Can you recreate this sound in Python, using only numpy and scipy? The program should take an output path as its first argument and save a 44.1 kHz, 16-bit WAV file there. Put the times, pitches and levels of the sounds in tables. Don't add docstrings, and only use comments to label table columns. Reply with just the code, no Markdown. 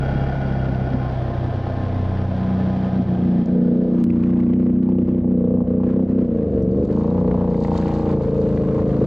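import sys
import numpy as np
from scipy import signal
from scipy.fft import rfft, irfft, next_fast_len
from scipy.io import wavfile
from scipy.ndimage import uniform_filter1d, minimum_filter1d, map_coordinates

SR = 44100
rng = np.random.default_rng(int(sys.argv[2]) if len(sys.argv) > 2 else 0)


def to_wav(sig):
    pcm = np.clip(np.atleast_2d(sig), -1, 1) * 32767
    pcm = np.round(pcm).astype(np.int16)
    wavfile.write(sys.argv[1], SR, pcm.T)


N = 399546

SWITCH_S = 4.0409

# time in seconds, four-stroke cycles a second.
CYCLE_RATE = [(0, 33.57), (.3, 34.06), (.7, 32.55), (1.43, 30.93), (2.85, 31.21), (3.45, 29.63),
              (3.81, 30.58), (4.11, 29.68), (4.55, 30.53), (4.94, 31.22), (5.5, 30.23), (5.8, 30.77),
              (6.13, 32.38), (6.4, 28.01), (6.63, 22.4), (7.0, 28.42), (7.25, 30.85), (7.73, 28.46),
              (7.93, 28.92), (8.28, 27.45), (8.81, 27.31), (9.06, 26.49)]
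# place in cycles, then the
# relative strength for boom, bark, crack and thud in dB.
PULSE_PATTERN = [(0.048, 6.5, 4, 2, 7), (0.233, -6, -9, -8, -19.5), (0.416, 13, 7, -7, 9.5),
                 (0.627, -27.5, -13.5, -4, -15), (0.701, 3.5, 0, -3, -1.5), (0.797, -24.5, -3, -11, -20.5)]
# frequency in Hz, side against middle in dB.
SIDE_SPECTRUM = [(60, -29), (180, -27), (300, -26), (520, -23), (890, -17), (1520, -13), (2610, -11),
                 (5000, -9), (9000, -14)]


def amp(db):
    return 10 ** (np.asarray(db) / 20)


def unit(x):
    return x / np.sqrt(np.mean(x ** 2) + 1e-20)


def along(points, hz):
    f, v = np.transpose(points)
    return np.interp(np.log(hz + 1), np.log(f + 1), v)


def curves(rows):
    s, *cols = np.transpose(rows)
    return [np.interp(np.arange(N) / SR, s, c) for c in cols]


def bumps(rows, half_s):
    return sum(height * np.exp(-((np.arange(N) / SR - s) / half_s) ** 2) for s, height in rows)


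def wobble(rate):
    knots = rng.standard_normal(int(N * rate / SR) + 4)
    return map_coordinates(knots, [np.arange(N) * rate / SR])


def filtered(x, response):
    m = next_fast_len(N + SR // 2)
    return irfft(rfft(x, m) * response(np.fft.rfftfreq(m, 1 / SR)), m)[..., :N]


def modes(table):
    return lambda f: sum((-1) ** k * amp(db) * 1j * f * w / (c * c - f * f + 1j * f * w)
                         for k, (c, w, db) in enumerate(table))


def noise(response):
    both = lambda hz: response(hz) * [hz * 0 + 1, amp(along(SIDE_SPECTRUM, hz))]
    mid, side = filtered(rng.standard_normal((2, N)), both)
    return unit(np.array([mid + side, mid - side]))


def turns():
    # time in seconds, cycles lost.
    stumbles = [(3.48, .045), (3.76, .025), (4.22, .035), (4.51, .03), (4.77, .03), (5.07, .035),
                (5.26, .02), (5.48, .025), (5.72, .022), (5.9, .03), (6.35, .025), (6.43, .025),
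                (6.51, .028), (6.59, .03), (6.67, .028), (6.75, .025), (7.2, -.012), (7.56, -.018),
                (8.3, .012), (8.62, .015), (8.72, .028)]
    stumble_s, flywheel_s = .055, .14
    start_cycles, skip_cycles = .12, .34
    speed = uniform_filter1d(curves(CYCLE_RATE)[0], size=round(flywheel_s * SR))
    skip = skip_cycles * (np.arange(N) > SWITCH_S * SR)
    return start_cycles + np.cumsum(speed) / SR + skip - bumps(stumbles, stumble_s)


def firings(jitter, scatter_db):
    # time in seconds, change of pulse strength in dB.
    misses = [(1.618, -7.5), (2.264, -7.5), (2.902, -8), (3.047, -17.5), (3.451, -9), (4.732, -6.5),
              (5.051, -9.5), (5.214, -7.5), (5.641, -10), (6.066, -8.5), (6.267, -8.5), (6.87, -9.5),
              (8.354, -2)]
    cycles = turns()
    places = (np.arange(int(cycles[-1]))[:, None] + np.transpose(PULSE_PATTERN)[0]).ravel()
    chance = rng.standard_normal((len(places), 2))
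    s = np.interp(places + jitter * chance[:, 0], cycles, np.arange(N) / SR)
    db = scatter_db * chance[:, 1]
    for when, miss_db in misses:
        db = db + miss_db * np.exp(-((s - when + 0.0005) / 0.017) ** 2)
    at = np.round(s * SR).astype(int).clip(0, N - 1)
    heard = (s > 0) * (abs(s - SWITCH_S) > 2 / SR)
    return at, amp(db) * heard, np.arange(len(s)) % len(PULSE_PATTERN)


def exhaust():
    # time in seconds, then low boom, high boom, low bark, high bark
    # and crack in dB.
    main_levels = [(0, -34, -35, -42.5, -44, -41), (.9, -33, -37.5, -43, -44.5, -41.5),
                   (1.401, -53.5, -39, -42, -45.5, -46), (2.001, -35.5, -32.5, -49, -40, -42),
                   (2.501, -23.5, -36.5, -51.5, -42.5, -50.5), (3.1, -19.5, -38.5, -38, -39.5, -48),
                   (3.451, -18.5, -21.5, -38.5, -38, -65), (3.56, -20.5, -19.5, -45, -25.5, -65),
                   (4.02, -26, -18.5, -29, -30, -50.5), (4.099, -20, -17, -28, -33, -53),
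                   (4.6, -24, -14, -30.5, -33.5, -48.5), (5.2, -25, -17, -26.5, -30, -52.5),
                   (5.501, -23.5, -18.5, -35, -23.5, -51), (6.25, -28.5, -18, -30.5, -28.5, -58.5),
                   (6.5, -25.5, -25, -26, -25, -62.5), (6.9, -24, -22, -24, -22, -44),
                   (7.05, -22.5, -25, -42.5, -24.5, -34), (7.75, -20.5, -28, -34, -27.5, -34.5),
                   (8.4, -24, -32.5, -29, -24.5, -41.5), (9.06, -21.5, -25, -25, -24.5, -46.5)]
    # time in seconds, then dull thud, middle bark and low, middle and high growl of the
    # pipe mouth in dB.
    growl_levels = [(0, -53, -53, -39.5, -62.5, -60.5), (3.2, -44, -45.5, -58.5, -57, -60.5),
                    (3.6, -42, -39.5, -54.5, -63.5, -73.5), (4.2, -37.5, -34.5, -49.5, -62.5, -67.5),
                    (4.7, -50.5, -34, -46, -61, -69.5), (5.2, -46, -34, -55.5, -60, -69),
                    (5.5, -54, -33.5, -61.5, -62, -57.5), (6.2, -42, -31.5, -59, -62.5, -62),
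                    (6.6, -59, -39.5, -60.5, -64, -71), (7.0, -29.5, -32, -34.5, -59, -46),
                    (7.45, -41.5, -35, -35.5, -57.5, -53), (7.65, -38.5, -32, -38.5, -50, -63),
                    (8.1, -30.5, -32.5, -38, -42, -46.5), (8.35, -37, -32.5, -44.5, -72, -58.5),
                    (9.06, -36, -34.5, -36.5, -57, -44)]
    # centre in Hz, width in Hz, strength in dB.
    pipe_modes = [
        [(193.8, 36.6, -1)],
        [(228.9, 61.7, -1)],
        [(287, 190, -4), (342.4, 112, 6)],
        [(453.8, 96, 5), (604, 260, -14)],
        [(806, 340, 9.5), (1070, 510, 3), (1750, 3900, -11.5)],
    ]
    mouth_modes = [
        [(341, 150, 0)],
        [(404, 160, 0)],
        [(682, 170, 0)],
        [(820, 170, 0)],
        [(1020, 240, 0)],
    ]
    ahead = [.0035, .003, .0045, .0012, .0012, .0045, .003, .001, .001, .001]
    # time in seconds, bark and crack of the second pulse in dB, bark, crack
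    # and thud of the third pulse in dB, boom of the third pulse in dB.
    lead = [(0, -3, -1, -4.5), (3.502, -3, -2.5, -1.5), (4.599, -11, 0.5, -2), (6.201, -5.5, -9.5, -11.5),
            (6.449, -3.5, -1.5, -4.5), (6.949, -7, 2, 2), (7.151, -3, -11.5, -13), (7.9, -2.5, -1, -4),
            (8.301, -9.5, 2.5, -4), (9.06, -10, 1.5, -6.5)]
    # time in seconds, advance in cycles.
    third_early = [(0, 0), (6.2, 0), (6.9, .02), (7.2, .005), (8, .005), (8.4, .012), (9.06, .012)]
    # time in seconds, lift in dB.
    flares = [(4.37, 11), (4.89, 9.5), (5.25, 8.5), (5.44, 3), (5.62, 9.5), (5.82, 14), (5.9, 6.5),
              (5.995, 9.5), (6.22, -5), (7.9, 2.5), (8.12, 0), (8.78, 7.5)]
    # time in seconds, lift in dB.
    swells = [(.7, 6), (.95, 15.5), (3.0, 22), (3.27, 9)]
    flare_s, swell_s = 0.036, 0.026
    unsteady_db = 1.3
    bark_scatter_db, crack_scatter_db, puff_scatter_db = 2, 1.6, 1.5

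    at, size, place = firings(jitter=.002, scatter_db=1.2)
    pair = place // 2
    second_db, third_db, boom_db = (c[at] * (pair == k) for k, c in zip([1, 2, 2], curves(lead)))
    soon = curves(third_early)[0][at] * (pair == 2)
    at = (at - np.round(soon * SR / curves(CYCLE_RATE)[0][at]).astype(int)).clip(0, N - 1)
    balance_db = [boom_db, second_db + third_db, second_db + third_db, third_db]
    boom, bark, clean, thud = size * amp(np.transpose(PULSE_PATTERN)[1:, place] + balance_db)
    bark = bark * amp(bark_scatter_db * rng.standard_normal(len(at)))
    crack = clean * amp(crack_scatter_db * rng.standard_normal(len(at)))

    out = np.zeros(N)
    levels = np.array(curves(main_levels) + curves(growl_levels))
    levels[1] += bumps(swells, swell_s)
    levels[[4, 8, 9]] += bumps(flares, flare_s)
    strengths = (boom, boom, bark, bark, crack, thud, bark, clean, clean, clean)
    for table, db, strength, ahead_s in zip(pipe_modes + mouth_modes, levels, strengths, ahead):
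        ring = modes(table)
        rounded = lambda f: 1 / (1 + 1j * f / (2.34 * table[-1][0])) ** 3
        advance = lambda f: np.exp(2j * np.pi * f * ahead_s)
        response = lambda f: ring(f) ** 2 * rounded(f) * advance(f)
        voice = unit(filtered(np.bincount(at, strength, N), response))
        out += amp(db + unsteady_db * wobble(7.5)) * voice

    uneven = amp(puff_scatter_db * rng.standard_normal(len(at)))
    decay = np.exp(-1 / (0.0038 * SR))
    puffs = signal.lfilter([1], [1, -decay], np.bincount(at, clean * uneven, N))
    for _ in range(2):
        puffs = uniform_filter1d(puffs, size=130, origin=60)
    return out, np.bincount(at, bark, N), unit(puffs)


def shake():
    # time in seconds, then the shake at 1, 2, 3, 4 and 5 times the cycle rate in dB.
    order_levels = [(0, -31, -29, -46, -23, -41), (1.1, -43, -29, -31, -25, -60),
                    (2.1, -35, -42.5, -24, -29.5, -50), (3.1, -47, -40, -32, -28, -42.5),
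                    (3.55, -49.5, -49, -42.5, -44.5, -40.5), (4.03, -44, -42, -45, -46.5, -45),
                    (4.07, -42, -33.5, -29, -38, -49), (6.2, -45.5, -36, -34, -44.5, -58),
                    (6.6, -51.5, -42, -30, -37.5, -28.5), (7.3, -44, -31, -31.5, -43, -32.5),
                    (9.06, -53.5, -35.5, -34.5, -33.5, -25)]
    cycles = turns() - .39
    out = np.zeros(N)
    for order, db in enumerate(curves(order_levels), 1):
        tone = np.sin(2 * np.pi * order * cycles + .1 * wobble(12))
        out += np.sqrt(2) * amp(db + .9 * wobble(12)) * tone
    return out


def whine():
    # time in seconds, frequency in Hz, level in dB.
    whine_path = [(.9, 1072, -56), (1.05, 1050, -47), (1.3, 1042, -53), (1.75, 1057, -47),
                  (2.2, 1031, -48.5), (2.8, 1019, -48), (3.1, 1020, -58), (3.3, 1010, -84.5)]
    hz, db = curves(whine_path)
    before_db = -30 * (np.arange(N) < .8 * SR)
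    phase = 2 * np.pi * np.cumsum(hz + 4 * wobble(18)) / SR
    return np.sqrt(2) * amp(db + before_db + 2.5 * wobble(14)) * np.sin(phase)


def frame(blows, puffs):
    # time in seconds, gain in dB, share of the second panel set (0-1).
    buzz_path = [(0, -36, 0.16), (1, -38.5, 0.36), (1.15, -38, 0.9), (2.9, -38.5, 0.94), (3.45, -43.5, 1),
                 (3.55, -47, 0.8), (4.03, -49.5, 1)]
    # centre in Hz, width in Hz, strength in dB.
    first_panels = [(680, 15, -0.5), (810, 55, -4), (1460, 59, -5), (1797, 17, -12), (2030, 32, -18.5),
                    (2356, 31, -17), (2820, 24, -20), (3277, 33, -17), (4700, 50, -24.5)]
    second_panels = [(675, 11, 7), (812, 42, 2), (1010, 150, -7), (1251, 18, -3.5), (1570, 35, -9),
                     (1770, 16, -8), (3180, 510, -22.5), (4900, 290, -33)]
    # frequency in Hz, relative density in dB per Hz.
    rattle_spectrum = [(150, -32), (250, 2.5), (410, -8), (700, 0.5), (1000, -39), (1300, -17.5),
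                       (2000, -22), (3000, -29.5), (4600, -36), (5500, -38), (7500, -58), (10000, -53),
                       (13000, -80), (16000, -88.5)]
    struck_db = -5
    db, share = curves(buzz_path)
    share = np.clip(share, 0, 1)

    def panels(table):
        steep = lambda f: modes(table)(f) / (1 + (f / 5500) ** 4)
        return noise(steep) + amp(struck_db) * unit(filtered(blows, steep))

    ring = np.sqrt(1 - share) * panels(first_panels) + np.sqrt(share) * panels(second_panels)
    rattle = noise(lambda hz: amp(along(rattle_spectrum, hz)))
    buzz = amp(-1.5 + 0.61 * wobble(12)) * ring * unit(1 + 0.44 * puffs)
    buzz = buzz + amp(4.0) * rattle * unit(1 + 0.57 * puffs)
    return amp(db) * (np.arange(N) < SWITCH_S * SR) * buzz


def water(blows, puffs):
    # time in seconds, slosh in dB, spray in dB.
    water_levels = [(3.4, -89.5, -79), (3.55, -79.5, -79.5), (4.02, -50, -71), (4.1, -48.5, -76),
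                    (4.25, -46.5, -84), (4.45, -49.5, -76.5), (4.8, -50.5, -81), (5.4, -54.5, -82),
                    (5.8, -52.5, -87.5), (5.9, -45, -95), (6.0, -51.5, -78), (6.25, -50.5, -77),
                    (6.4, -53, -76.5), (7, -48.5, -63), (7.45, -47.5, -71), (7.6, -47, -59.5),
                    (7.75, -42, -53), (7.95, -44.5, -55.5), (8.12, -44, -59), (8.25, -47, -61.5),
                    (9.06, -45, -63.5)]
    # frequency in Hz, relative density in dB per Hz.
    slosh_spectrum = [(350, -34), (700, -3), (1000, 3), (1500, -6), (2200, -13), (3000, -17.5),
                      (4000, -24.5), (6500, -33.5), (9000, -40.5), (15000, -56.5)]
    spray_spectrum = [(1200, -22.5), (2200, -12.5), (3000, -7), (4300, -5.5), (5500, -9), (6600, -12.5),
                      (7500, -12.5), (9000, -25), (12500, -32.5), (15500, -52)]
    # centre in Hz, width in Hz, lift in dB.
    sizzle = [(1680, 70, 6), (2090, 160, 3), (3820, 200, 9), (4330, 240, 8), (4800, 180, 7), (6640, 350, 8)]
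    # time in seconds, level in dB.
    drop_levels = [(4.03, -78), (4.08, -56.5), (5.3, -61), (5.5, -71), (6.5, -66.5), (7.4, -73.5),
                   (7.9, -51.5), (8.3, -75.5), (9.06, -65)]
    spray_lag_s, spray_spread_s = .021, .005
    slosh_db, spray_db = curves(water_levels)
    lapping = amp(2.1 * wobble(25) + 0.96 * wobble(3.4))
    slosh = unit(noise(lambda hz: amp(along(slosh_spectrum, hz))) * (1 + 1.5 * puffs) * lapping)
    late = np.roll(puffs, round(spray_lag_s * SR))
    late = unit(uniform_filter1d(late, size=round(spray_spread_s * SR)))
    singing = lambda hz: sum(db / (1 + (2 * (hz - c) / w) ** 2) for c, w, db in sizzle)
    hiss = noise(lambda hz: amp(along(spray_spectrum, hz) + singing(hz)))
    spray = unit(hiss * (1 + 9.4 * late) * amp(3.2 * wobble(35)))
    falling = amp(curves(drop_levels)[0]) * drops(blows)
    return amp(slosh_db) * slosh + falling + amp(spray_db) * spray + spits()


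def drops(blows):
    drop_hz, spread, drop_cycles = 2200, .27, 2.2
    delay_s, scatter_db = .005, 2.5
    at = np.repeat(np.flatnonzero(blows), 3)
    chance = rng.standard_normal((len(at), 2))
    wait = rng.exponential(delay_s * SR, len(at))
    hz, t = drop_hz * np.exp(spread * chance[:, :1]), np.arange(SR // 150) / SR
    u = t * hz / drop_cycles
    size = blows[at] * amp(scatter_db * chance[:, 1])
    ticks = size[:, None] * u * np.exp(-2 * u) * np.sin(2 * np.pi * hz * t)
    where = (at + wait.astype(int))[:, None] + np.arange(len(t))
    return unit(np.bincount(where.ravel(), ticks.ravel(), N)[:N])


def spits():
    # start in seconds, burst gain in dB before its envelope and the low-pass, pitch in Hz.
    spit_events = [(1.768, -48, 3700), (1.83, -56, 4000), (3.4585, -33, 5100), (4.1021, -33.5, 2200),
                   (4.2043, -46, 1530), (4.2363, -37.5, 1900), (4.369, -50, 1550), (4.4014, -38, 1970),
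                   (4.4465, -47, 1560), (4.5345, -36.5, 1850), (4.6648, -43, 1510), (4.8289, -36, 1530),
                   (5.1801, -49, 1460), (5.8331, -48, 1690), (5.9618, -50, 1530), (6.4284, -51, 1520),
                   (5.09, -51, 6720), (6.43, -50, 4570), (6.6245, -34, 6600), (7.18, -50.5, 1500),
                   (7.2779, -40, 1570), (7.312, -36.5, 1540), (7.5438, -39, 1620), (7.647, -34, 1680),
                   (7.6815, -40.5, 1490), (7.8225, -33, 1630), (7.8785, -31.5, 1710), (8.1235, -41.5, 1550),
                   (8.5738, -35, 1720)]
    out, t = np.zeros(N + SR), np.arange(SR // 50) / SR
    for s, db, hz in spit_events:
        band = signal.butter(1, [hz * 0.92, hz * 1.22], "band", fs=SR)
        burst = unit(signal.lfilter(*band, rng.standard_normal(len(t))))
        attack = 1 - np.exp(-t / 0.00039)
        out[round(s * SR):][:len(t)] += amp(db - 60 * t * hz / 50) * burst * attack
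    return filtered(out[:N], lambda hz: 1 / (1 + 1j * hz / 5000) ** 3)


def rumble():
    # frequency in Hz, relative density in dB per Hz.
    rumble_spectrum = [(8.8, -50.5), (15, -35.5), (75, -5.5), (129, -7), (167, -5.5), (392, -17),
                       (524, -15), (700, -19.5), (910, -46), (1540, -120)]
    # time in seconds, level in dB.
    rumble_levels = [(0, -29.5), (3, -32), (3.5, -32.5), (4.1, -39), (6.2, -29.5), (7.2, -30),
                     (9.06, -27.5)]
    churn = noise(lambda hz: amp(along(rumble_spectrum, hz)))
    return amp(curves(rumble_levels)[0] + 1.5 * wobble(6)) * churn


def reeds(x):
    t = np.arange(SR // 20) / SR
    tail = unit(rng.standard_normal(len(t)) * amp(-60 * t / .06)) / np.sqrt(len(t))
    echo = signal.fftconvolve(x, tail)[:N]
    side = filtered(echo, lambda hz: amp(along(SIDE_SPECTRUM, hz) - 6.5))
    return np.array([side, -side])


def click():
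    # start in seconds, peak in dB, fall time constant in seconds.
    jump_s, peak_db, fall_s = (4.0409, -16, .0002)
    after = np.arange(N) / SR - jump_s
    return amp(peak_db) * (after > 0) * np.exp(-abs(after) / fall_s)


def scene():
    pipe, blows, puffs = exhaust()
    engine = pipe + shake()
    machine = engine + whine() + frame(blows, puffs)
    return machine + water(blows, puffs) + rumble() + reeds(engine) + click()


def record(dry):
    # time in seconds, gain of the side signal in dB.
    opening = [(5.6, -58), (5.72, -27), (5.85, -14), (6.6, -2), (7.1, 1.5), (9.06, 5.5)]
    ceiling, hold_s, top_hz = .39, .012, 15200
    left_db, left_lag_s = .3, 1.4e-5
    hold = round(hold_s * SR)
    need = np.minimum(1, ceiling / (np.abs(dry).max(0) + 1e-9))
    gain = uniform_filter1d(minimum_filter1d(need, size=2 * hold), size=hold)
    port = lambda hz, way: amp(way * left_db / 2) * np.exp(-1j * np.pi * way * hz * left_lag_s)
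    left, right = filtered(dry * gain, lambda hz: [port(hz, 1), port(hz, -1)])
    mid, side = (left + right) / 2, (left - right) / 2 * amp(curves(opening)[0])
    return filtered(np.array([mid + side, mid - side]), lambda hz: hz < top_hz)


dry = scene()
out = record(dry)
to_wav(out)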